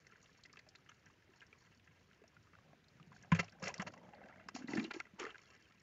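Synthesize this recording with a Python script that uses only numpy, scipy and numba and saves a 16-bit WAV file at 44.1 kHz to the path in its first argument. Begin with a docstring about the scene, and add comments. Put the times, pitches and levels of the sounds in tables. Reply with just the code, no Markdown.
"""A coiled steel cable works in a blocked drain pipe while dirty water climbs; a phone looks down the pipe.
Throughout, a quiet room of noise bands hums, the cable creeps in gritty crackles, and noise puffs ring as
light ticks and splats. From 2.5 s bubbling drives the air column; at 3.3 s a hard scrape meets the loudest
glug, a fading sine. Small bubbles fizz from 4 s; from 4.5 s come dense knocks, scrapes and glugs while the
shortening column rises in pitch. Past 5.4 s sliding tones squeak faintly over what remains."""
import sys
import numpy as np
from scipy import signal
from scipy.io import wavfile
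from scipy.ndimage import uniform_filter1d
from numba import njit

SR = 44100
rng = np.random.default_rng(int(sys.argv[2]) if len(sys.argv) > 2 else 0)


def wav_record(signal):
    """Record a signal, one row per channel, as 16-bit PCM in the file named by sys.argv[1]."""
    frames = np.transpose(np.atleast_2d(signal))
    bounded = np.clip(frames, -1, 1)
    # unit amplitude maps onto the largest positive 16-bit level
    quanta = np.round(bounded * 32767).astype(np.int16)
    wavfile.write(sys.argv[1], SR, quanta)


N = 256662
T = np.arange(N) / SR

# Colour of the room tone. Each row: frequency in Hz, relative density in dB per Hz.
ROOM_COLOUR = [(15, -45), (25, -23), (71, 0), (101, 2.5), (172, -0.5), (716, -13.5), (1190, -19),
               (1550, -11.5), (2020, -13), (2700, -15), (3610, -23.5), (6760, -25), (8000, -47),
               (10400, -70), (17600, -120)]
# Resonance of the air column above the water. 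Each row: time in seconds, pitch in Hz.
AIR_COLUMN = [(0, 157), (3.3, 169.5), (3.8, 175), (4.5, 219), (4.8, 258), (5.0, 310), (5.25, 408),
              (5.82, 390)]
# Water bubbling under the column. Each row: time in seconds, first mode in dB, upper mode in dB re first.
GURGLE_LEVELS = [(2.5, -86, -1), (2.73, -68.5, -3), (2.8, -86, -17), (3.0, -66, -16), (3.3, -70.5, -2.5),
                 (3.459, -67, -19), (3.6, -67.5, 6.5), (3.9, -57, -5.5), (4.14, -70.5, 6),
                 (4.4, -70.5, 5.5), (4.53, -65, -11.5), (4.66, -58, -24), (4.75, -41, -14),
                 (4.82, -45.5, -19.5), (4.97, -75.5, -10), (5.109, -84, -12), (5.239, -49.5, -1),
                 (5.36, -80.5, -17), (5.5, -86, -3)]
# Small bubbles breaking at the rising surface: start in seconds, end in seconds, level in dB.
SURFACE_FIZZ = (4.0, 4.47, -68.5)
# Faint falling squeaks. Each row: start in seconds, length in seconds, start Hz, end Hz, level in dB.
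SQUEAK_SLIDES = [(5.422, 0.065, 3500, 3120, -75), (5.46, 0.076, 2800, 2660, -75.5),
                 (5.627, 0.049, 3400, 2860, -73), (5.672, 0.032, 2850, 2670, -73)]
# Resonances of the pipe wall. Each row: centre in Hz, width in Hz, gain in dB.
PIPE_MODES = [(414, 82, 2.5), (793, 150, -7.5), (1023, 43, -2), (1330, 56, 3), (1610, 48, 5),
              (1766, 190, 2), (1978, 40, 6), (2142, 160, 1.5), (2382, 58, 1), (2701, 120, 3),
              (3150, 110, -7)]
# Resonances that colour the spray. Each row: centre in Hz, width in Hz, gain in dB.
SPRAY_MODES = [(4380, 320, 0), (5510, 390, 0), (6560, 840, -3.5), (7070, 200, -2)]
# Coils grinding on the wall. Each row: start in seconds, rise in seconds, hold in seconds,
# fade t60 in seconds, scrape in dB, spray in dB re scrape.
GRIND_STROKES = [(3.316, 0.0037, 0.0033, 0.051, -34.5, -36.5), (3.34, 0.0074, .012, 0.2, -50, -10.5),
                 (3.386, 0.0095, 0.0056, 0.034, -34, -10), (3.423, .004, 0.0049, 0.15, -60.5, -8),
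                 (3.596, .008, .02, .05, -73, -5), (3.62, 0.0073, 0.067, 0.096, -49, -10),
                 (3.751, .003, .006, 0.091, -60, -10.5), (3.795, .003, .03, 0.015, -48.5, -19),
                 (3.861, 0.01, 0.01, 0.034, -52.5, -4.5), (3.933, 0.0032, .005, 0.037, -59.5, -11),
                 (4.483, .005, 0.0032, 0.048, -59, -8.5), (4.538, 0.013, 0.019, 0.16, -60, 3),
                 (4.573, 0.017, 0.054, 0.12, -68, -20), (4.669, 0.015, 0.12, 0.34, -57, -6),
                 (4.9, 0.012, 0.0046, 0.031, -50.5, -35), (4.932, 0.0054, 0.023, 0.22, -59, -7),
                 (4.994, 0.0037, 0.0044, 0.022, -52, -39), (5.18, 0.015, 0.026, 0.21, -52.5, -9.5),
                 (5.244, 0.0082, 0.047, .15, -60, -21), (5.354, 0.0034, 0.0094, 0.023, -73, -20)]
# Thin ticks of steel and spray. Each row: start in seconds, ping peak in dB, pitch in Hz.
STEEL_TICKS = [(0.0672, -55.5, 5200), (0.2274, -57, 6460), (0.4355, -49.5, 4200), (0.4575, -56, 4960),
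               (0.5287, -50.5, 5000), (0.5904, -53, 4170), (0.6878, -50, 5190), (0.755, -49.5, 3883),
               (0.8929, -55.5, 6250), (1.058, -58, 5550), (1.4066, -68, 5100), (1.4655, -61.5, 5430),
               (2.2777, -59, 5590), (2.8406, -62, 3800), (2.8823, -60, 4260), (3.2252, -53, 6000),
               (3.3187, -44, 6400), (3.3478, -44.5, 6380), (3.3898, -48, 4540), (3.4428, -49, 5500),
               (3.4945, -56, 4470), (3.5216, -56, 5500), (3.5972, -60, 5560), (3.625, -44.5, 6200),
               (3.6394, -38, 5380), (3.6601, -45, 5460), (3.6795, -34.5, 5840), (3.7407, -38, 5600),
               (3.779, -44, 4560), (3.8195, -38.5, 5850), (3.8711, -58, 4370), (3.92, -60, 4870),
               (3.9376, -57, 5800), (3.977, -62, 5630), (4.1474, -58.5, 4270), (4.4854, -43, 5100),
               (4.5493, -50, 5470), (4.5616, -41.5, 5040), (4.6744, -50.5, 4000), (4.711, -56, 6700),
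               (4.7337, -53, 4430), (4.752, -42, 4480), (4.7716, -54, 3840), (4.795, -44, 4250),
               (4.8282, -48, 4130), (4.8414, -39.5, 4000), (4.9107, -42, 4200), (4.9356, -48.5, 4320),
               (5.0004, -47.5, 5400), (5.197, -42, 6150), (5.237, -50, 5400), (5.38, -60, 3700)]
# Air pockets bursting low in the pipe. Each row: start in seconds, nominal peak in dB, pitch in Hz,
# t60 in seconds.
AIR_POCKETS = [(1.062, -57, 148, 0.081), (1.29, -57, 372, 0.058), (1.704, -54, 151, 0.037),
               (1.891, -50.5, 156, 0.046), (2.216, -50.5, 424, 0.05), (2.371, -54.5, 152, 0.069),
               (2.536, -55.5, 155, 0.066), (2.999, -54, 163, 0.26), (3.071, -47.5, 159, 0.058),
               (3.138, -52.5, 157, 0.072), (3.225, -55, 177, .052), (3.321, -14, 166.5, 0.1),
               (3.392, -30.5, 169, 0.11), (3.528, -56, 182, 0.065), (3.627, -33, 177, 0.058),
               (3.659, -38, 182, 0.051), (3.794, -30.5, 190, 0.072), (3.87, -44, 186, 0.045),
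               (4.084, -43.5, 195, 0.032), (4.243, -45, 212, 0.043), (4.548, -32.5, 256, 0.048),
               (4.588, -42, 265, .06), (4.612, -42, 272, 0.072), (4.642, -29, 252, 0.034),
               (4.689, -30, 278, .045), (4.709, -37, 262, 0.055), (4.736, -23.5, 265, 0.024),
               (4.759, -27, 315.4, 0.083), (4.779, -22, 226, 0.037), (4.819, -37, 302, 0.058),
               (4.845, -31.5, 327, 0.056), (4.944, -37.5, 340, 0.04), (4.963, -31.5, 341, 0.042),
               (5.134, -49, 197, 0.076), (5.201, -37, 442, .05), (5.215, -36.5, 353, 0.045),
               (5.235, -45, 457, 0.051), (5.264, -39, 440, 0.065)]
# What the pipe shakes: pitch in Hz, level in dB re a glug of the same pitch, t60 in seconds.
PIPE_MOUNTING = (103, 16.4, 0.24)
# Knocks of the coil and wet splats. Each row: start in seconds, cavity peak in dB, starting pitch in Hz,
# t60 of the exciting puff in seconds.
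WET_KNOCKS = [(0.067, -49, 1820, 0.02), (0.098, -60, 1590, 0.018), (0.121, -53.5, 1360, 0.027),
              (0.157, -54.5, 1520, .025), (0.258, -55.5, 2730, 0.031), (0.451, -51, 1970, 0.048),
              (0.496, -55, 2180, 0.039), (0.535, -55, 1150, .03), (0.557, -55, 1270, 0.017),
              (0.57, -44, 2620, 0.029), (0.592, -47, 1730, 0.022), (0.665, -58, 620, 0.049),
              (0.751, -46, 1540, 0.02), (0.861, -58, 1710, .037), (0.889, -53.5, 2960, .05),
              (0.892, -49.5, 1280, 0.073), (0.916, -50.5, 1380, 0.018), (1.063, -52.5, 1500, 0.05),
              (1.1, -59, 1130, 0.025), (1.223, -57, 1720, 0.018), (1.406, -50.5, 2850, 0.017),
              (1.416, -49.5, 1640, 0.067), (1.528, -49.5, 2410, 0.019), (1.796, -59, 2730, .025),
              (1.875, -53, 1780, 0.023), (2.112, -57.5, 1500, 0.012), (2.131, -57.5, 3020, 0.016),
              (2.238, -55.5, 659, .017), (2.366, -52, 1440, 0.012), (2.47, -57, 1170, 0.02),
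              (2.532, -55, 1230, 0.067), (2.552, -51, 1360, 0.01), (2.587, -52.5, 1130, 0.01),
              (2.73, -55.5, 684, 0.018), (2.998, -53.5, 1230, 0.024), (3.028, -52.5, 2720, .01),
              (3.118, -54, 990, .015), (3.127, -51, 1470, 0.018), (3.162, -53.5, 1540, 0.014),
              (3.233, -54, 1620, .025), (3.246, -52.5, 725, 0.023), (3.319, -26.5, 1017, .03),
              (3.32, -32, 1625, 0.055), (3.348, -31, 2330, .04), (3.36, -37.5, 1640, .04),
              (3.399, -30, 2100, .03), (3.39, -31, 1610, .05), (3.429, -46.5, 700, .032),
              (3.481, -49.5, 2680, 0.031), (3.523, -56, 1540, 0.051), (3.633, -37, 1314, 0.031),
              (3.66, -54, 1960, .02), (3.671, -33.5, 2060, 0.049), (3.74, -41, 2030, .015),
              (3.771, -53, 1510, .025), (3.7, -44, 990, .03), (3.797, -34, 1950, .03),
              (3.808, -40.5, 990, .02), (3.823, -40.5, 740, 0.023), (3.869, -45, 1970, 0.066),
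              (3.936, -56, 700, 0.02), (3.975, -50.5, 1970, 0.013), (4.035, -53, 583, 0.0076),
              (4.088, -51.5, 810, 0.02), (4.134, -47.5, 815, .025), (4.182, -56.5, 826, 0.026),
              (4.214, -50, 770, 0.019), (4.238, -49.5, 1660, 0.017), (4.258, -51.5, 740, 0.015),
              (4.285, -50.5, 1680, .023), (4.298, -51, 740, 0.011), (4.359, -54.5, 1640, 0.014),
              (4.396, -52, 1370, 0.045), (4.487, -35.5, 1200, 0.015), (4.551, -41.5, 2710, 0.022),
              (4.562, -38.5, 747, 0.016), (4.621, -50, 1440, .025), (4.681, -42.5, 1950, .04),
              (4.719, -43.5, 850, 0.019), (4.734, -36, 1860, 0.026), (4.771, -32, 1750, .05),
              (4.797, -35, 2580, 0.031), (4.845, -40, 2790, 0.076), (4.909, -35, 1360, 0.033),
              (4.939, -40.5, 2700, 0.021), (4.946, -42, 2260, 0.015), (5.001, -29.5, 2130, 0.0096),
              (5.006, -38.5, 1350, 0.021), (5.053, -49.5, 1840, .025), (5.068, -53, 1310, 0.029),
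              (5.196, -37.5, 2700, 0.095), (5.229, -37.5, 1280, 0.015), (5.251, -35, 1840, 0.016),
              (5.265, -37.5, 1360, 0.027), (5.292, -45.5, 1350, 0.06), (5.304, -46.5, 3040, 0.026),
              (5.344, -46.5, 1540, 0.028), (5.356, -43, 1580, 0.0055), (5.381, -51, 2170, 0.011),
              (5.722, -56, 2450, 0.018)]

ROOM_DB, HISS_DB = -70.5, -93
MIC_HZ, TOP_HZ = 7510, 15550
CREEP_DB, CREEP_SPRAY_DB = -79.5, -6.5  # the second is relative to the crackle
STIR_DB = -7  # bubbles stirred into the upper mode by a stroke, re its scrape
WALL_DB = 2.5  # pipe wall re cavity
TICK_T60_S, FRINGE_DB = 0.03, -16  # puff decay; spray fringe re ping


def undb(db):
    """Decibels to linear gain."""
    return 10 ** (np.asarray(db) / 20)


def level(x, db):
    """Set the rms level in dB."""
    return x * undb(db) / np.sqrt(np.mean(x ** 2))


@njit
def svf(x, hz, width):
    """State-variable band-pass whose centre may move; gain 1 at the centre."""
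    y, b, l = np.empty(len(x)), 0., 0.  # output, band state, low state
    for i in range(len(x)):
        g, k = np.tan(np.pi * hz[i] / SR), width / hz[i]
        v = (b + g * (x[i] - l)) / (1 + g * (g + k))
        b, l, y[i] = 2 * v - b, l + 2 * g * v, k * v
    return y


def band(x, hz, width_hz):
    """One resonance, with a fixed or moving centre."""
    return svf(x, hz + np.zeros(len(x)), 1. * width_hz)


def body(x, modes):
    """A set of resonances of alternating sign, fed by one excitation."""
    out = np.zeros(len(x))
    for k, (hz, width_hz, db) in enumerate(modes):
        out += (-1) ** k * undb(db) * band(x, hz, width_hz)
    return out


def walk(rate):
    """Random levels held 1 / rate s and slewed twice; spread near 1."""
    hold = int(SR / rate)
    steps = np.repeat(rng.standard_normal(N // hold + 1), hold)
    return 1.31 * uniform_filter1d(uniform_filter1d(steps, hold), hold)[:N]


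def add(out, s, sound):
    """Mix a sound in at s seconds."""
    i = int(s * SR)
    out[i:i + len(sound)] += sound[:N - i]


def puff(hz, t60, sharp, glide):
    """A short puff of noise, and the upward-gliding ring that it starts in a small cavity (peak 1)."""
    t = np.arange(4096) / SR
    envelope = (1 - np.exp(-t / 0.00017)) * 1000. ** (-t / t60)
    air = envelope * rng.standard_normal(len(t))
    ring = band(air, np.minimum(hz * (1 + glide * t), 9000), hz / sharp)
    return air, ring / np.abs(ring).max()


def grit(rate, scatter_db, smear_s):
    """Dense contacts of uneven size, each a short puff of noise; rms 1."""
    size = undb(scatter_db * np.minimum(rng.exponential(size=N), 3))
    hits = (rng.random(N) < rate / SR) * size
    puffs = signal.lfilter([1], [1, -np.exp(-1 / (smear_s * SR))], hits)
    return level(puffs * rng.standard_normal(N), 0)


@njit
def pops(start, hz, size, fall, glide, n):
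    """Fading sine grains that rise in pitch."""
    y = np.zeros(n + 4096)
    for k in range(len(hz)):
        # z is the spinning phasor, p its step, turn the gradual quickening of that step
        z, p = size[k] + 0j, fall[k] * np.exp(2j * np.pi * hz[k] / SR)
        turn = np.exp(1j * glide * (1 - fall[k]) * hz[k] / SR)
        for i in range(min(int(5 / (1 - fall[k])), 4096)):
            z, p = z * p, p * turn
            y[start[k] + i] += z.imag
    return y[:n]


def bubbles(rate, low_hz, high_hz, cycles, scatter_db):
    """Random bubbles of many pitches, each fading over a set number of cycles; rms 1."""
    when, pitch, strength = rng.random((int(rate * N / SR), 3)).T
    hz = low_hz * (high_hz / low_hz) ** pitch
    size = undb(scatter_db * np.minimum(-np.log(1 - strength), 3))
    fall = np.exp(-hz / cycles / SR)
    return level(pops((when * N).astype(np.int64), hz, size, fall, 0.14, N), 0)


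def rasp(rate, scatter_db):
    """Grit between coil and wall rings the pipe, wet films burst; and the spray that they spit."""
    wall = level(body(grit(rate, scatter_db, 0.002), PIPE_MODES), 0)
    films = bubbles(0.65 * rate, 900, 3400, 9.0, scatter_db)
    mist = level(body(grit(rate, scatter_db, 0.0029), SPRAY_MODES), 0)
    droplets = bubbles(0.32 * rate, 3700, 7400, 7.8, scatter_db)
    return wall + undb(-4.0) * films, mist + undb(-9.5) * droplets


def strokes():
    """Force of the cable on the wall, and the share that sprays: a swelling rise, hold, fade."""
    push, mist = np.zeros((2, N))
    for s, rise, hold, fade, db, spray_db in GRIND_STROKES:
        swell = np.clip((T - s) / rise, 0, 1) ** 2
        after = np.maximum(T - s - rise - hold, 0)
        shape = undb(db) * swell * 1000. ** (-after / fade)
        push += shape
        mist += undb(spray_db) * shape
    return push, mist


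def room():
    """Third-octave bands of noise that swell together and flicker alone."""
    out, swell = np.zeros(N), walk(2.2)
    hz_points, db_points = np.transpose(ROOM_COLOUR)
    for hz in 30 * 2 ** (np.arange(25) / 3):
        db = np.interp(np.log(hz), np.log(hz_points), db_points) + 0.27 * swell + 1.7 * walk(23)
        noise = band(rng.standard_normal(N), hz, hz / 3)
        out += undb(db) * band(noise, hz, hz / 3)
    return level(out, ROOM_DB)


def creep():
    """The cable never rests quite still: sparse contacts crackle and spit with a wandering level."""
    crackle, spit = rasp(110, 2.6)
    spray_gain = undb(CREEP_SPRAY_DB + 2.0 * walk(20))
    return undb(CREEP_DB + 3.63 * walk(7.8)) * (crackle + spray_gain * spit)


def squeaks():
    """Thin wavering tones that slide down."""
    out = np.zeros(N)
    for s, length, start_hz, end_hz, db in SQUEAK_SLIDES:
        n = int(length * SR)
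        waver = 1 + 0.015 * uniform_filter1d(rng.standard_normal(n), 40)
        hz = np.linspace(start_hz, end_hz, n) * waver
        tone = np.sin(2 * np.pi * np.cumsum(hz) / SR)
        add(out, s, undb(db) * np.hanning(n) * tone)
    return out


def fizz():
    """A run of small rounded bubble blips."""
    start, end, db = SURFACE_FIZZ
    blips = bubbles(150, 1300, 2400, 7, 3)
    fade = np.interp(T, [start, start + 0.13, end - .05, end], [0, 1, 1, 0])
    return undb(db) * fade * blips


def gurgle():
    """Bubbling drives the first and third modes of the air column, a tube closed by the water."""
    s, first_db, upper_db = np.transpose(GURGLE_LEVELS)
    hz = np.interp(T, *np.transpose(AIR_COLUMN))
    drive = grit(500, 2.9, 0.0032)
    first = band(band(drive, hz, 130), 0.65 * hz, 170)
    first = level(band(first, hz, 300), 0)
    third = level(band(band(drive, 3 * hz, 160), 700, 660), 0)
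    blips = level(band(bubbles(120, 500, 2000, 5, 3), 650, 900), 0)
    upper = level(third + undb(1.5) * blips, 0)
    gate = undb(np.interp(T, s, first_db, left=-120, right=-120))
    bubbling = gate * (first + undb(np.interp(T, s, upper_db)) * upper)
    push, _ = strokes()
    return bubbling + undb(STIR_DB) * push * upper


def ticks():
    """Noise puffs ring as high pings with a wider fringe of spray."""
    ping, fringe = np.zeros((2, N))
    for s, db, hz in STEEL_TICKS:
        air, ring = puff(hz, TICK_T60_S, sharp=7.2, glide=2.3)
        add(ping, s, undb(db) * ring)
        add(fringe, s, undb(db) * air)
    return ping + undb(FRINGE_DB) * body(fringe, SPRAY_MODES)


def glugs():
    """A soft push starts a fading ring of trapped air; the deepest shake the mounting, lower and longer."""
    out, t = np.zeros(N), np.arange(12288) / SR
    low_hz, low_db, low_t60 = PIPE_MOUNTING
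    shake = np.sin(2 * np.pi * low_hz * t) * 1000. ** (-t / low_t60)
    attack = 1 - np.exp(-t / 0.0025)
    for s, db, hz, t60 in AIR_POCKETS:
        air = np.sin(2 * np.pi * hz * t) * 1000. ** (-t / t60)
        mount = undb(low_db - 0.5 * abs(hz - low_hz)) * shake
        add(out, s, undb(db) * attack * (air + mount))
    cut = signal.butter(2, 70, "high", fs=SR, output="sos")
    return signal.sosfilt(cut, signal.sosfilt(cut, out))  # the glugs keep no deep bass below about 70 Hz


def scrape():
    """Dense rasping and spray while the cable is pushed along the wall."""
    push, mist = strokes()
    rub, spray = rasp(1300, 2.5)
    return push * rub + mist * spray


def splats():
    """Each contact rings its own wet cavity, which closes a little as it rings, and the pipe wall."""
    cavity, wall = np.zeros((2, N))
    for s, db, hz, t60 in WET_KNOCKS:
        air, ring = puff(hz, t60, sharp=9.6, glide=1.1)
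        add(cavity, s, undb(db) * ring)
        add(wall, s, undb(db) * air)
    return cavity + undb(WALL_DB) * body(wall, PIPE_MODES)


def scene():
    """Layer the room, the water and the working cable into one channel."""
    background = room() + creep() + squeaks()
    water = fizz() + gurgle() + glugs()
    cable = ticks() + scrape() + splats()
    return (background + water + cable)[None]


def record(dry):
    """A narrow microphone channel, a trace of converter hiss, and the top cut."""
    narrow = signal.sosfilt(signal.cheby1(10, .5, MIC_HZ, fs=SR, output="sos"), dry)
    hiss = undb(HISS_DB) * rng.standard_normal(dry.shape)
    top_cut = signal.ellip(8, .2, 70, TOP_HZ, fs=SR, output="sos")
    return signal.sosfilt(top_cut, narrow + hiss)


dry = scene()
out = record(dry)
wav_record(out)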